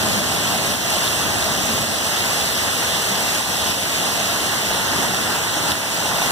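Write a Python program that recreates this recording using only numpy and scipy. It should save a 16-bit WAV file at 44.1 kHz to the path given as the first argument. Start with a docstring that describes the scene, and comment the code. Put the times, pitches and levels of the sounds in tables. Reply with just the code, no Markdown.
"""Hail and heavy rain from a porch

Small hail and heavy rain pelt a lawn, shrubs and a concrete walk; close stones tick out of the wash.
Coloured noise stands for the distant impacts, short damped rings for the nearer ones.
The roof drums, heavy at first and then easing, and soft low booms rise from one of its panels.
A hand-held stereo recorder widens the picture by cross-feeding its ports; the level sags briefly at times."""
import sys
import numpy as np
from scipy import signal
from scipy.fft import rfft, irfft, next_fast_len
from scipy.io import wavfile
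from scipy.ndimage import uniform_filter1d, map_coordinates

SR = 44100
rng = np.random.default_rng(int(sys.argv[2]) if len(sys.argv) > 2 else 0)


def inscribe(sig):
    """Save sig as 16-bit PCM at rate SR to the path in sys.argv[1].

    A 1-D sig is mono; a 2-D sig holds one channel per row.
    Samples are clipped to [-1, 1] before scaling.
    """
    pcm = np.round(np.clip(np.atleast_2d(sig).T, -1, 1) * 32767)
    wavfile.write(sys.argv[1], SR, pcm.astype(np.int16))


N = 278446
TOP_HZ = 15500  # upper limit of the recorded band


def amp(db):
    """Decibels to gain."""
    return 10 ** (np.asarray(db) / 20)


def unit(x):
    """Scale to rms 1."""
    return x / np.sqrt(np.mean(x ** 2) + 1e-20)


def along(points, hz):
    """(f/Hz, value) points joined by straight lines on a log frequency axis."""
    f, v = np.transpose(points)
    return np.interp(np.log(hz + 1), np.log(f + 1), v)


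def wobble(rate):
    """A smooth random curve, rate knots a second."""
    knots = rng.standard_normal(int(N * rate / SR) + 4)
    return map_coordinates(knots, [np.arange(N) * rate / SR])


def filtered(x, response):
    """x times a complex response of frequency."""
    m = next_fast_len(N + SR // 2)
    return irfft(rfft(x, m) * response(np.fft.rfftfreq(m, 1 / SR)), m)[..., :N]


def mid_side(pair):
    """Half the sum and half the difference of the two channels."""
    left, right = pair
    return np.array([left + right, left - right]) / 2


def left_right(mid, side):
    """Mid and side back to the two channels."""
    return np.array([mid + side, mid - side])


def wash(patchy_db):
    """Distant impacts merged into stereo noise, with drifting patches of colour."""
    z = signal.stft(rng.standard_normal((2, N)), nperseg=512)[2]
    field = rng.standard_normal(z.shape[1:])
    field = uniform_filter1d(field, size=7, axis=0)  # smooth over frequency
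    field = uniform_filter1d(field, size=12, axis=1)  # smooth over time
    patches = amp(patchy_db * unit(field))
    return unit(signal.istft(z * patches, nperseg=512)[1][:, :N])


def impacts(per_second, ring_hz, spread, cycles, scatter_db, size):
    """Impacts of size samples: each a damped ring with its own pitch, strength and direction."""
    count = int(per_second * N / SR)
    when, bearing = rng.random((2, count, 1))
    hz = np.clip(ring_hz * np.exp(spread * rng.standard_normal((count, 1))), 50, TOP_HZ)
    strength = amp(scatter_db * np.minimum(rng.exponential(size=(count, 1)), 5))
    phase = hz * np.arange(size) / SR  # in cycles
    decay = np.exp(-phase / cycles)
    # the root of the pitch offsets the shorter life of high rings
    rings = strength * np.sqrt(hz) * np.sin(2 * np.pi * phase) * decay
    ports = []
    for side in (bearing - .5, .5 - bearing):
        # the nearer port hears an impact earlier and louder
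        start = np.abs(when * N - side * SR * .0006).astype(int)
        places = start + np.arange(size)
        ports.append(np.bincount(places.ravel(), (rings * (1 + side)).ravel(), N)[:N])
    return unit(np.array(ports))


def surface(spectrum, far, near, near_db):
    """Far wash and near impacts take the colour of the surface they fall on."""
    return unit(filtered(far + amp(near_db) * near, lambda hz: amp(along(spectrum, hz))))


def surges():
    """Each surge moves the roof, lawn and pavement levels along a bell in time; returns the three in dB."""
    # brief surges of the downpour: t/s, length/s, roof level/dB, lawn level/dB, pavement level/dB
    surge_rows = [(.12, 0.15, 0.5, 0.5, 0.3), (0.918, 0.04, -1, 0.5, 1), (1.08, 0.09, -2, 0.5, 0.6),
                  (1.45, .3, 0.5, 0.4, -0.4), (1.76, 0.21, 2, -0.5, -0.5), (2.4, 0.36, -0.5, 0, -0.2),
                  (3.685, 0.055, 1.5, 0, 0), (5.01, 0.13, 3, 1.7, 1.2), (5.703, .04, 2.5, 1, 1.8),
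                  (6.265, 0.093, 1.5, 2.5, 2)]
    t = np.arange(N) / SR
    total_db = 0
    for s, length, *rises_db in surge_rows:
        bell = np.exp(-((t - s) / length) ** 2)
        total_db = total_db + np.outer(rises_db, bell)
    return total_db


def roof_drumming(surge_db):
    """Low, dull thuds overhead and their merged wash, coloured by the roof."""
    # colour of the roof: f/Hz, level/dB
    roof_colour = [(20, -46), (35, -26), (55, -11), (85, -1.5), (135, -3), (195, -0.4), (290, -3),
                   (400, -4.5), (520, -10), (660, -3.5), (850, -12), (1200, -56)]
    steady_db, heavy_db, ease_s = -31, 4, 2.2  # starts heavy and eases to a steady level
    t = np.arange(N) / SR
    level_db = steady_db + heavy_db * np.clip(1 - t / ease_s, 0, 1) + surge_db
    thuds = impacts(per_second=120, ring_hz=187.5, spread=0.436, cycles=3.3, scatter_db=2.0, size=3000)
    return amp(level_db) * surface(roof_colour, wash(patchy_db=0.5), thuds, near_db=-33.5)


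def lawn_patter(swing, change_db):
    """Taps on leaves and lawn; the porch boards add patter and reflect it with a higher, hollower colour."""
    # colour of the patter, facing the garden: f/Hz, level/dB
    garden_colour = [(150, -40), (330, -12), (480, -4), (610, -1.2), (740, -1.4), (900, -1.8), (1300, -4),
                     (1600, -1.9), (1950, -3.9), (2500, -13), (5000, -50)]
    # colour of the patter, facing the porch: f/Hz, level/dB
    porch_colour = [(150, -40), (300, -5), (500, -4.5), (640, -1.8), (720, -2), (830, 1), (1050, -1),
                    (1170, -3.5), (1450, .1), (1950, -3.2), (2500, -13), (5000, -50)]
    level_db = -25.5 + 1 * swing + change_db  # 1 dB more when fully turned to the porch
    taps = impacts(per_second=400, ring_hz=942, spread=0.483, cycles=3.7, scatter_db=2, size=800)
    patter = wash(patchy_db=1.04)
    garden = surface(garden_colour, patter, taps, near_db=-20.5)
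    porch = surface(porch_colour, patter, taps, near_db=-20.5)
    return amp(level_db) * ((1 - swing) * garden + swing * porch)


def pavement_hiss(swing, change_db):
    """Sharp ticks and clicks in a bright hiss off the concrete, which the porch post shades."""
    # colour of the concrete walk: f/Hz, level/dB
    pavement_colour = [(900, -40), (1600, -12), (2150, -2.4), (3100, 1), (4200, -2.4), (5300, -3),
                       (6500, -3.9), (9000, -6.7), (12000, -9.8), (15400, -12.5)]
    level_db = -21 - 1.9 * swing + change_db  # 1.9 dB less when fully turned to the porch
    ticks = impacts(per_second=1300, ring_hz=8700, spread=0.3, cycles=0.74, scatter_db=2.5, size=100)
    # ice on concrete
    clicks = impacts(per_second=260, ring_hz=4370, spread=0.22, cycles=2.4, scatter_db=2.0, size=200)
    near = ticks + amp(-6.5) * clicks
    splashes = amp(0.32 * wobble(220))  # drops burst in clumps of spray
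    return amp(level_db) * splashes * surface(pavement_colour, wash(patchy_db=1.02), near, near_db=-11.5)


def downpour():
    """Roof, lawn and pavement together, as the recorder swings between garden and porch."""
    # how far the recorder has swung from the garden towards the porch post: t/s, share (0-1)
    swing_points = [(0, 0.29), (3.9, 0), (4.6, 0.63), (5.6, 0.95), (5.9, 0.73), (6.3, 1)]
    t = np.arange(N) / SR
    swing = np.clip(np.interp(t, *np.transpose(swing_points)), 0, 1)
    roof_surge_db, lawn_surge_db, pavement_surge_db = surges()
    flurry_db = 0.28 * wobble(20)  # the stones arrive in uneven flurries
    roof = roof_drumming(roof_surge_db)
    lawn = lawn_patter(swing, lawn_surge_db + flurry_db)
    pavement = pavement_hiss(swing, pavement_surge_db + flurry_db)
    return roof + lawn + pavement


def hailstones():
    """A close stone gives a crack of ice and a few cycles of ring: dull knocks outlast bright ticks."""
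    # stones landing close by: t/s, level/dB (relative), ring f/Hz, left over right level/dB
    stone_rows = [(0.051, -15, 662, -0.5), (0.574, -13, 3230, -5), (0.710, -10, 3060, -1),
                  (0.904, -1, 10500, -2), (0.968, -11.5, 590, -0.5), (1.078, -1, 3480, -0.5),
                  (1.131, -8, 3300, -1), (1.168, -7, 3310, 0.0), (1.357, -8, 714, -0.5),
                  (1.426, -1, 3610, -0.5), (1.466, -12, 640, -0.5), (1.522, -6, 3550, -1),
                  (1.837, -15, 556, 1), (2.267, -7, 3580, -1.0), (2.425, -9, 5600, -1.0),
                  (2.544, -8, 3460, -1), (2.565, -11, 950, -1.0), (3.153, -9, 5900, -1),
                  (3.376, -7, 6000, -1), (3.711, -9, 3430, -1), (4.200, -5, 5700, -1),
                  (4.475, -9, 5800, -1), (4.710, -10, 720, -1), (5.137, -8.5, 773, -1),
                  (5.146, -5, 3180, -3), (5.148, -4, 5900, -1), (5.571, -12, 760, -1),
                  (5.719, 0.5, 3600, -2), (6.025, -12, 1040, -1), (6.057, -11, 802, -1),
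                  (6.218, -4.5, 860, -0.5)]
    out, t = np.zeros((2, N + SR)), np.arange(SR // 20) / SR
    ring_cycles, crack_s = 11, 0.0068  # each the time to fall by 60 dB
    for s, db, hz, pan_db in stone_rows:
        ring = np.sin(2 * np.pi * hz * t) * amp(-60 * hz * t / ring_cycles)
        crack = 0.24 * rng.standard_normal((2, len(t))) * amp(-60 * t / crack_s)
        pan = amp([[pan_db / 2], [-pan_db / 2]])
        out[:, round(s * SR):][:, :len(t)] += amp(db) * pan * (ring + crack) / 2
    return out[:, :N]


def booms():
    """A heavy stone gives a soft, low boom that swells and dies in the roof panel."""
    # stones on the roof panel: t/s, level/dB (before the swell and decay), ring f/Hz
    boom_rows = [(0.062, -21, 199), (0.165, -19, 198), (1.562, -25, 200), (1.685, -21.5, 222),
                 (1.79, -25, 136), (1.822, -24, 232), (3.10, -25, 201), (4.95, -28, 175)]
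    attack_s, t60_s = 0.01, 0.19
    out, t = np.zeros(N + SR), np.arange(SR // 3) / SR
    for s, db, hz in boom_rows:
        envelope = (1 - np.exp(-t / attack_s)) * amp(db - 60 * t / t60_s)
        out[round(s * SR):][:len(t)] += envelope * np.sin(2 * np.pi * hz * t)
    return out[:N]


def scene():
    """The storm as it arrives at the two ports."""
    return downpour() + hailstones() + booms()


def widening(hz):
    """Mid and side response: each channel subtracts a delayed share of the other, which combs the two."""
    # likeness of the two ports before cross-feeding: f/Hz, likeness (-1 to 1)
    likeness = [(50, .5), (200, 0.75), (400, 0.4), (700, 0.7), (1100, 0), (1500, -0.52), (2000, 0.08),
                (2330, 0), (2650, 0.5), (3300, -0.35), (4000, -0.03), (4700, 0.36), (6000, 0)]
    # share fed to the other side: f/Hz, share (0-1)
    cross_share = [(200, 0.11), (400, 0.13), (700, 0.56), (1130, 0.72), (2300, 0.75), (3500, 0.78),
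                   (4700, 0.76), (5900, 0.76), (6900, 0.53), (8200, 0.35), (9500, 0.3), (11900, 0.47),
                   (13100, 0.36), (15000, 0.42)]
    # lag of that share: f/Hz, lag/s
    cross_lag = [(2300, .000429), (3500, .000432), (4700, .000426), (5900, .000425), (6900, .000434),
                 (9500, .000422), (14300, .000419)]
    delay = along(cross_lag, hz)
    cross = np.clip(along(cross_share, hz), 0, .97) * np.exp(-2j * np.pi * hz * delay)
    alike = np.clip(along(likeness, hz), -.95, .95)
    pair = np.array([np.sqrt(1 + alike) * (1 - cross), np.sqrt(1 - alike) * (1 + cross)])
    # even out the mean power, so only the balance of mid and side changes
    return pair / np.sqrt(np.mean(np.abs(pair) ** 2, axis=0))


def unequal_ports(pair):
    """The two ports differ slightly in level from one frequency to the next."""
    # imbalance of the ports: f/Hz, left over right level/dB
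    port_tilt = [(60, -0.5), (180, 1.7), (600, 0), (1600, -0.5), (3000, -1), (5500, 0.2), (7000, -3),
                 (14000, -1.5)]
    return filtered(pair, lambda hz: amp(np.outer([.5, -.5], along(port_tilt, hz))))


def wavering(x):
    """Hollows in the middle of the picture waver in pitch and depth: a faint watery swirl."""
    # deep hollows: centre f/Hz, half width f/Hz, mean level/dB
    hollow_rows = [(2335, 170, -44), (4740, 115, -30)]
    knots_per_s, swing_hz, swing_share = 24, 55, .6
    hz, t, z = signal.stft(x, SR, nperseg=1024, noverlap=768)

    def drift():
        return np.interp(t, np.arange(N) / SR, wobble(knots_per_s))

    gain_db = 0
    for centre_hz, width_hz, depth_db in hollow_rows:
        offset = (hz[:, None] - centre_hz - swing_hz * drift()) / width_hz
        shape = np.exp(-offset ** 4)  # flat floor, steep walls
        gain_db = gain_db + depth_db * shape * np.maximum(1 + swing_share * drift(), 0)
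    return signal.istft(z * amp(gain_db), SR, nperseg=1024, noverlap=768)[1][:N]


def sags():
    """The level drops within milliseconds, holds, then creeps back."""
    # brief sags: t/s, level/dB, time until recovery starts/s
    sag_rows = [(0.193, -1.5, 0.035), (0.75, -2.5, 0.031), (1.846, -1.5, 0.13), (3.404, -1.5, 0.1),
                (3.723, -1.6, 0.16), (5.046, -1, 0.038), (5.723, -2.5, 0.15)]
    drop_s, recovery_s = 0.0089, 0.15
    t = np.arange(N) / SR
    total_db = 0
    for s, db, hold in sag_rows:
        drop = np.clip((t - s) / drop_s, 0, 1)
        recovery = np.clip(1 - (t - s - hold) / recovery_s, 0, 1)
        total_db = total_db + db * drop * recovery
    return amp(total_db)


def record(dry):
    """Stereo widening, slightly unequal ports, wavering hollows, level sags and the band limit."""
    mid, side = filtered(mid_side(dry), widening)
    wide = unequal_ports(left_right(mid, side))
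    mid, side = mid_side(wide)
    swirled = left_right(wavering(mid), side)
    return filtered(swirled * sags(), lambda hz: hz < TOP_HZ)


dry = scene()
out = record(dry)
inscribe(out)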